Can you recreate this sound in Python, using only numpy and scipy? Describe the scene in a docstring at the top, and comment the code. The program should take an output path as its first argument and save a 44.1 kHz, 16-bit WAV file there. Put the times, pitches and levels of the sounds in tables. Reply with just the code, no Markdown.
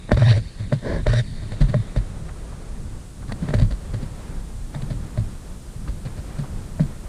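"""A person shifts about on an air mattress afloat on a pond, holding a camera on a pole.
The grip opens with booming shifts, joint knocks and a long drag; sine bends, filtered bursts and slips make them.
A dull cloth stroke and a second drag follow near 1 s; each drag leaves a faint high rasp, and cloth rustles to 2.2 s.
From 2.3 s bubbles of water lap faintly; from 3.3 s the shifts and knocks crowd again, then thin out to 6.8 s.
Noise bands run throughout: a low rumble of air, water washing, a soft hiss creeping up."""
import sys
import numpy as np
from scipy import signal
from scipy.fft import rfft, irfft, next_fast_len
from scipy.io import wavfile
from scipy.ndimage import map_coordinates

SR = 44100
rng = np.random.default_rng(int(sys.argv[2]) if len(sys.argv) > 2 else 0)


def to_wav(sig):
    """Store sig (one row per channel, or 1-D mono) as 16-bit WAV at the path in sys.argv[1].

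    Samples outside -1..1 are clipped; the rate is SR.
    """
    pcm = np.clip(np.atleast_2d(sig), -1, 1) * 32767
    pcm = np.round(pcm).astype(np.int16)
    wavfile.write(sys.argv[1], SR, pcm.T)  # frames by channels


N = 312228
CLOCK_S = np.arange(N) / SR

# Grip shifts: (time [s], boom level [dB], nominal pole pitch [Hz], scuff level [dB])
GRIP_SHIFTS = [(0.118, -12, 108, -28.5), (0.364, -18, 103, -31), (0.596, -20, 106.6, -42.5),
               (0.723, -11, 135, -31), (1.068, -15.5, 111, -32.5), (1.424, -25.5, 110, -41),
               (1.522, -21.5, 103, -40), (1.607, -11, 143, -28), (1.688, -16.5, 124, -36),
               (1.742, -12, 136.5, -44), (1.764, -12, 118, -54), (1.964, -15.5, 125, -36.5),
               (3.28, -27.5, 121, -38.5), (3.419, -17.5, 167.6, -40), (3.482, -19.5, 151, -36),
               (3.54, -13, 110, -30), (3.585, -15.5, 87, -35), (3.615, -8.5, 124, -34.5),
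               (3.709, -23, 89, -32.5), (3.936, -20.5, 110, -35), (4.02, -24, 134, -40),
               (4.753, -22, 140.6, -45), (4.822, -20, 136, -45), (4.903, -18.5, 131.6, -37),
               (5.175, -14.5, 112.5, -38.5), (5.879, -28, 108, -40), (6.053, -22.5, 130, -37.5),
               (6.175, -26, 92, -40.5), (6.386, -18, 142.3, -36), (6.799, -9.5, 163, -33.5)]
# Sways as the body's weight lurches: (time [s], level [dB], sway pitch [Hz])
WEIGHT_LURCHES = [(0.118, -13, 54.7), (1.068, -11.5, 43), (1.608, -8, 40.2), (1.964, -13, 44.3),
                  (3.54, -16, 42.4), (3.616, -11.5, 38.4), (3.709, -17.5, 45.2), (5.175, -18.5, 50),
                  (5.88, -22, 48)]
# Pole joint knocks: (nominal time [s], knock level [dB], crack level [dB]), levels into the case
JOINT_KNOCKS = [(0.092, -20.5, -60), (0.116, -2.5, -39.5), (0.172, -14.5, -47), (0.22, -12.5, -59),
                (0.314, -18, -57), (0.724, -11.5, -58), (1.066, -9.5, -40), (1.134, -15, -39.5),
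                (1.423, -34, -69), (1.519, -25, -50), (1.741, -11, -49), (1.961, -18.5, -49),
                (3.32, -18.5, -42.5), (3.487, -18.5, -56), (3.505, -21.5, -57), (3.538, -10, -41),
                (3.596, -26, -46), (4.747, -24, -52.5), (4.819, -31.5, -49), (5.174, -22, -68),
                (6.795, -19, -64)]
# Long drags of the hand: (start [s], fastest [s], friction end [s], boom level at rest [dB],
# nominal pole pitch [Hz], rasp surge at full speed [dB], sizzle surge at full speed [dB])
HAND_DRAGS = [(0.164, 0.317, .39, -12, 106, 22, 3.5), (1.077, 1.189, 1.22, -16.5, 108.4, 9.5, 9)]
# Camera case resonances: (frequency [Hz], width [Hz], mean level [dB])
CASE_MODES = [(212, 51, 3), (438, 93, -5), (603, 53, 3), (1030, 34, -14.5), (1584, 130, -14),
              (1853, 186, -9), (2270, 300, -18), (3110, 65, -21.5), (3700, 200, -13.5), (3960, 140, -22.5),
              (4500, 88, -18), (5570, 220, -34), (7660, 610, -31), (9900, 200, -21.5)]
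# Small laps at the mattress: (time [s], mean bubble level [dB], mean-detune bubble pitch [Hz])
WATER_LAPS = [(2.287, -39, 1400), (2.519, -44, 1217), (2.929, -47, 1210), (3.221, -40, 1220),
              (3.291, -37, 1170), (4.741, -36.5, 1200), (5.875, -35.5, 1490), (6.061, -39, 1700),
              (6.298, -43, 1440), (6.358, -41, 1710), (6.434, -38, 1130)]
# Water washing around the mattress: (time [s], level before WASH_TRIM_DB and ripple [dB])
WASH_LEVELS = [(1.3, -54), (1.54, -47.5), (2.47, -47), (3.24, -52.5), (3.48, -43), (3.72, -49), (4.23, -45),
               (4.63, -51), (5.03, -46), (5.81, -52), (6.25, -46), (7.05, -48)]

# Scuff spectrum of sleeve on pole: (frequency [Hz], relative level [dB])
SCUFF_SPECTRUM = [(120, -19), (240, 24), (380, 8.5), (590, 16), (800, 0), (1050, 3.5), (1250, -1),
                  (1750, 4.5), (2700, -6.5), (3750, -2.5), (4700, -0.5), (5200, -14), (9000, -13.5),
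                  (12000, -32)]
# Sizzle spectrum of the dragging hand: (frequency [Hz], relative level [dB])
SIZZLE_SPECTRUM = [(2500, -40), (4800, 0), (5300, -8), (5750, 1), (6250, -14), (6600, -12), (8000, -9.5),
                   (9800, -11.5), (11500, -36)]
# Brush spectrum of the sleeve: (frequency [Hz], relative level [dB])
SLEEVE_SPECTRUM = [(90, 3), (280, -3), (350, -3), (480, -6), (590, 1.5), (760, -18.5), (1050, -15.5),
                   (1250, -29), (1650, -13), (2000, -19.5), (2600, -37.5), (4500, -29), (5200, -35),
                   (12000, -60)]
# Air rumble spectrum: (frequency [Hz], relative level [dB])
RUMBLE_SPECTRUM = [(11, -23), (18, 1.5), (41, -1), (70, -6.5), (109, -8.5), (195, -13.5), (388, -33.5),
                   (415, -33), (450, -40.5), (580, -103), (990, -120)]
# Water wash spectrum: (frequency [Hz], relative level [dB])
WASH_SPECTRUM = [(150, -3), (330, 2), (560, -1.5), (800, -6.5), (1200, -8), (1800, -12.5), (2800, -19.5),
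                 (4200, -22), (6500, -30), (10000, -58)]
# Hiss spectrum: (frequency [Hz], relative level [dB])
HISS_SPECTRUM = [(1500, -9.5), (3500, -2.5), (6000, -2.5), (7600, 0.5), (9300, 1), (10300, -4),
                 (11500, -14), (15300, -29)]
# Top fizz of the hiss: (frequency [Hz], relative level [dB])
FIZZ_SPECTRUM = [(8000, -30), (11500, -2), (13500, -5), (15300, -12)]
# Lingering rasp about its centre: (offset [Hz], relative level [dB])
WHINE_SPECTRUM = [(1, -15), (130, -4), (300, -14), (900, -22), (2000, -83)]

# shifts: time to peak push; lead of the sleeve; spring-back of the pole
SWELL_S, SCUFF_LEAD_S = 0.01, 0.0038
REBOUND_S, REBOUND_DB, REBOUND_PITCH_RATIO = 0.026, -6, 0.906
LURCH_SWELL_S = 0.017
# drags: time constants of hand speed; friction of a slow hand; surges at full speed
SPEED_UP_S, SLOW_DOWN_S = 0.045, 0.015
RUB_DB, RASP_DB, SIZZLE_DB = -33.5, -45, -49.5
RUB_SURGE_DB, BOOM_SURGE_DB = 3.5, 4
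# each grab tightens the pole: share of pitch added, time to relax
GRAB_SHARP_RATIO, GRAB_S = 0.251, 0.0443
WHINE_HZ, WHINE_SAG_HZ_PER_S = 4500, 570
WHINE_DB, WHINE_FADE_DB_PER_S, WHINE_RISE_S = -50.5, 17, 0.012
BRUSH_START_S, BRUSH_END_S, BRUSH_DB = 0.814, 1.026, -23.5
BRUSH_ATTACK_S, BRUSH_RELEASE_S = 0.054, 0.078
RUSTLE_DB, RUSTLE_END_S, RUSTLE_RELEASE_S = -53.5, 2.19, 0.37
RUMBLE_DB, WASH_TRIM_DB = -31.5, 2.2
# hiss and fizz: levels approached, rise from the start, time constant
HISS_DB, HISS_RISE_DB, FIZZ_DB, FIZZ_RISE_DB, CREEP_S = -52.5, 4, -63.5, 25, 2.4
TOP_HZ = 15260


def amp(db):
    """Amplitude of a level in dB."""
    return 10 ** (np.asarray(db) / 20)


def unit(x):
    """Scaled to rms 1."""
    return x / np.sqrt(np.mean(x ** 2) + 1e-20)


def along(points, hz):
    """Gain of (Hz, dB) points on a log axis."""
    f, db = np.transpose(points)
    return amp(np.interp(np.log(hz + 1), np.log(f + 1), db))


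def wobble(rate):
    """A smooth random curve, rate knots a second."""
    knots = rng.standard_normal(int(N * rate / SR) + 4)
    return map_coordinates(knots, [np.arange(N) * rate / SR])


def filtered(x, response):
    """x times a response of frequency."""
    size = next_fast_len(N + SR // 2)
    hz = np.fft.rfftfreq(size, 1 / SR)
    return irfft(rfft(x, size) * response(hz), size)[:N]


def noise(spectrum):
    """Coloured noise of rms 1."""
    return unit(filtered(rng.standard_normal(N), lambda hz: along(spectrum, hz)))


def fade(start_s, end_s, attack_s, release_s):
    """Attack, hold and release between two times: gain 0-1 per sample."""
    rise = (CLOCK_S - start_s) / attack_s
    fall = (end_s - CLOCK_S) / release_s
    return np.clip(np.minimum(rise, fall), 0, 1)


def add(track, s, sound):
    """Mix a sound in at s seconds."""
    start = max(round(s * SR), 0)
    track[start:start + len(sound)] += sound[:N - start]


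def push_curve(t, peak_s):
    """A push that swells to 1 at peak_s and eases off."""
    return t / peak_s * np.exp(1 - t / peak_s)


def slips(rate, spread_db):
    """Stick-slip friction: tiny impulses at random moments, of uneven size."""
    happens = rng.random(N) < rate / SR
    uneven_db = spread_db * np.clip(rng.standard_normal(N), -2, 2)
    return happens * rng.standard_normal(N) * amp(uneven_db)


def case_ring(lo_hz, hi_hz, size=4096):
    """The case's causal answer, peak 1, to a contact exciting lo_hz to hi_hz; mode levels vary from ring to ring."""
    hz = np.fft.rfftfreq(size, 1 / SR) + 1
    power = np.zeros(len(hz))
    for mode_hz, width_hz, db in CASE_MODES:
        detuning = (mode_hz ** 2 - hz ** 2) / (hz * width_hz)
        power += amp(db + rng.standard_normal()) ** 2 / (1 + detuning ** 2)
    power = power / (1 + (lo_hz / hz) ** 6) / (1 + (hz / hi_hz) ** 8)
    # minimum phase: fold the cepstrum onto positive time
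    cepstrum = irfft(np.log(power + 1e-12) / 2)
    cepstrum[1:size // 2] *= 2
    cepstrum[size // 2 + 1:] = 0
    ring = irfft(np.exp(rfft(cepstrum)))
    return ring / np.abs(ring).max()


def through(x, ring):
    """x played through a ringing body."""
    return signal.fftconvolve(x, ring)[:N]


def sliding(rate, lo_hz, hi_hz):
    """Slips ring the case while the contact travels: their echo along the pole shifts, and the colour with it."""
    x, n = slips(rate, spread_db=0.0), np.arange(N)
    echo_s = 0.000685 * np.exp(0.368 * wobble(14))
    echo = np.interp(n - echo_s * SR, n, x)
    return unit(through(x + 0.6 * echo, case_ring(lo_hz, hi_hz)))


def shifts():
    """Each shift of the grip bends the pole, which booms and springs back while the sleeve scuffs it."""
    booms, pressure = np.zeros(N), np.zeros(N)
    t = np.arange(SR // 4) / SR
    push = push_curve(t, SWELL_S)
    # pitch sags from 1.053 to 0.958 of nominal as the hand relaxes
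    turns = np.cumsum(0.958 + 0.095 * np.exp(-t / 0.017)) / SR
    for s, boom_db, pole_hz, scuff_db in GRIP_SHIFTS:
        bend = (0, 0, pole_hz)
        rebound = (REBOUND_S, REBOUND_DB, pole_hz * REBOUND_PITCH_RATIO)
        for delay_s, db, hz in [bend, rebound]:
            phase = 2 * np.pi * hz * turns
            second_mode = 0.31 * push * np.sin(1.534 * phase)  # dies sooner
            add(booms, s + delay_s, amp(boom_db + db) * push * (np.sin(phase) + second_mode))
        add(pressure, s - SCUFF_LEAD_S, amp(scuff_db) * push)
    friction = slips(rate=3200, spread_db=1)
    cloth = unit(filtered(friction, lambda hz: along(SCUFF_SPECTRUM, hz)))
    return booms + pressure * unit(cloth * amp(1.6 * wobble(220)))


def lurches():
    """A heavy move sways the whole pole for a few slow cycles."""
    out, t = np.zeros(N), np.arange(SR // 4) / SR
    swell = push_curve(t, LURCH_SWELL_S)
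    for s, db, hz in WEIGHT_LURCHES:
        add(out, s, amp(db) * swell * np.sin(2 * np.pi * hz * t))
    return out


def knocks():
    """A joint creeps for a moment, then lets go: a solid knock, a short chatter and a bright scrape."""
    dull, bright = np.zeros(N), np.zeros(N)
    t = np.arange(-SR // 20, SR // 20) / SR
    for s, knock_db, crack_db in JOINT_KNOCKS:
        # the chatter pauses around the blow itself
        chatter_level = 0.039 * np.exp(-np.abs(t) / 0.0055) * (np.abs(t) > 0.001)
        chatter = chatter_level * rng.standard_normal(len(t))
        crack = np.exp(-(t / 0.0028) ** 2) * rng.standard_normal(len(t))
        blow = t == 0
        add(dull, s + t[0] + 0.00152, amp(knock_db) * (chatter + blow))
        add(bright, s + t[0] + 0.0035, amp(crack_db) * crack)
    dull_ring = through(dull, case_ring(lo_hz=129, hi_hz=1720))
    return dull_ring + through(bright, case_ring(lo_hz=2640, hi_hz=8240))


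def drags():
    """The hand slides along the pole: slips ring the case, brighter with speed, and keep the pole shuddering."""
    t, out = CLOCK_S, np.zeros(N)
    rub = sliding(rate=2200, lo_hz=420, hi_hz=2400)
    rasp = sliding(rate=2500, lo_hz=3330, hi_hz=4600)
    sizzle = noise(SIZZLE_SPECTRUM)
    waver = 1 + 0.12 * wobble(59.1)
    swell, catch = amp(1.8 * wobble(45)), amp(1.4 * wobble(240))
    for start, fastest, end, boom_db, pole_hz, rasp_surge_db, sizzle_surge_db in HAND_DRAGS:
        speed = np.exp(-np.maximum((fastest - t) / SPEED_UP_S, (t - fastest) / SLOW_DOWN_S))
        tight = 1 + GRAB_SHARP_RATIO * np.exp(-np.abs(t - start) / GRAB_S)
        phase = 2 * np.pi * np.cumsum(pole_hz * tight * waver) / SR
        bend = np.sin(phase) + 0.072 * np.sin(1.85 * phase)
        shudder = amp(boom_db + BOOM_SURGE_DB * speed) * bend
        friction = amp(RUB_DB + RUB_SURGE_DB * speed) * rub
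        friction += amp(RASP_DB + rasp_surge_db * speed) * rasp
        friction += amp(SIZZLE_DB + sizzle_surge_db * speed) * sizzle
        # skin catches unevenly; the pole starts and stops more slowly
        out += fade(start, end, attack_s=0.007, release_s=0.013) * catch * friction
        out += fade(start, end + 0.019, attack_s=0.013, release_s=0.034) * swell * shudder
    return out


def brush():
    """Soft padded cloth slides by in one dense, dull stroke."""
    stroke = fade(BRUSH_START_S, BRUSH_END_S, BRUSH_ATTACK_S, BRUSH_RELEASE_S)
    return amp(BRUSH_DB) * stroke * noise(SLEEVE_SPECTRUM)


def whine():
    """After each drag a narrow, faint rasp lingers, fading and sinking in pitch."""
    out = np.zeros(N)
    band = noise(WHINE_SPECTRUM)
    for _, _, end, *_ in HAND_DRAGS:
        age_s = np.maximum(CLOCK_S - end, 0)
        centre_hz = WHINE_HZ - WHINE_SAG_HZ_PER_S * age_s
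        carrier = np.sin(2 * np.pi * np.cumsum(centre_hz) / SR)
        level = np.minimum(age_s / WHINE_RISE_S, 1) * amp(WHINE_DB - WHINE_FADE_DB_PER_S * age_s)
        out += level * band * carrier
    return out


def rustle():
    """The jacket grazes the pole lightly until the person settles, ringing the case's upper resonances."""
    touch = np.clip((RUSTLE_END_S - CLOCK_S) / RUSTLE_RELEASE_S, 0, 1)
    return amp(RUSTLE_DB) * touch * sliding(rate=6000, lo_hz=2100, hi_hz=4600)


def laps(count=16):
    """Each lap bursts a spray of tiny, short-lived bubbles around one pitch."""
    out, t = np.zeros(N), np.arange(SR // 50) / SR
    for s, db, hz in WATER_LAPS:
        for delay, detune, size in rng.standard_normal((count, 3)):
            cycles = t * hz * np.exp(0.25 * detune)
            envelope = (1 - np.exp(-2 * cycles)) * np.exp(-cycles / 2)
            bubble = envelope * np.sin(2 * np.pi * cycles)
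            add(out, s + 0.01 * abs(delay), amp(db + 2 * size) * bubble)
    return out


def wash():
    """Water washes around the mattress: coloured noise that rises, falls and ripples."""
    times_s, levels_db = np.transpose(WASH_LEVELS)
    wash_db = np.interp(CLOCK_S, times_s, levels_db)
    ripple_db = 0.9 * wobble(18)
    return amp(wash_db + WASH_TRIM_DB + ripple_db) * noise(WASH_SPECTRUM)


def rumble():
    """Air rumbles on the microphone: low noise of wavering level."""
    return amp(RUMBLE_DB + 2.8 * wobble(9)) * noise(RUMBLE_SPECTRUM)


def hiss():
    """Soft noise and its top fizz creep up exponentially towards their levels."""
    early = np.exp(-CLOCK_S / CREEP_S)
    body = amp(HISS_DB - HISS_RISE_DB * early) * noise(HISS_SPECTRUM)
    fizz = amp(FIZZ_DB - FIZZ_RISE_DB * early) * noise(FIZZ_SPECTRUM)
    return body + fizz


def scene():
    """Handling of the pole close to the microphone, over the pond."""
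    handling = shifts() + lurches() + knocks() + drags() + brush() + whine() + rustle()
    background = laps() + wash() + rumble() + hiss()
    return (handling + background)[None]


def record(dry):
    """The camera keeps nothing above its band limit."""
    return filtered(dry[0], lambda hz: hz < TOP_HZ)[None]


dry = scene()
out = record(dry)
to_wav(out)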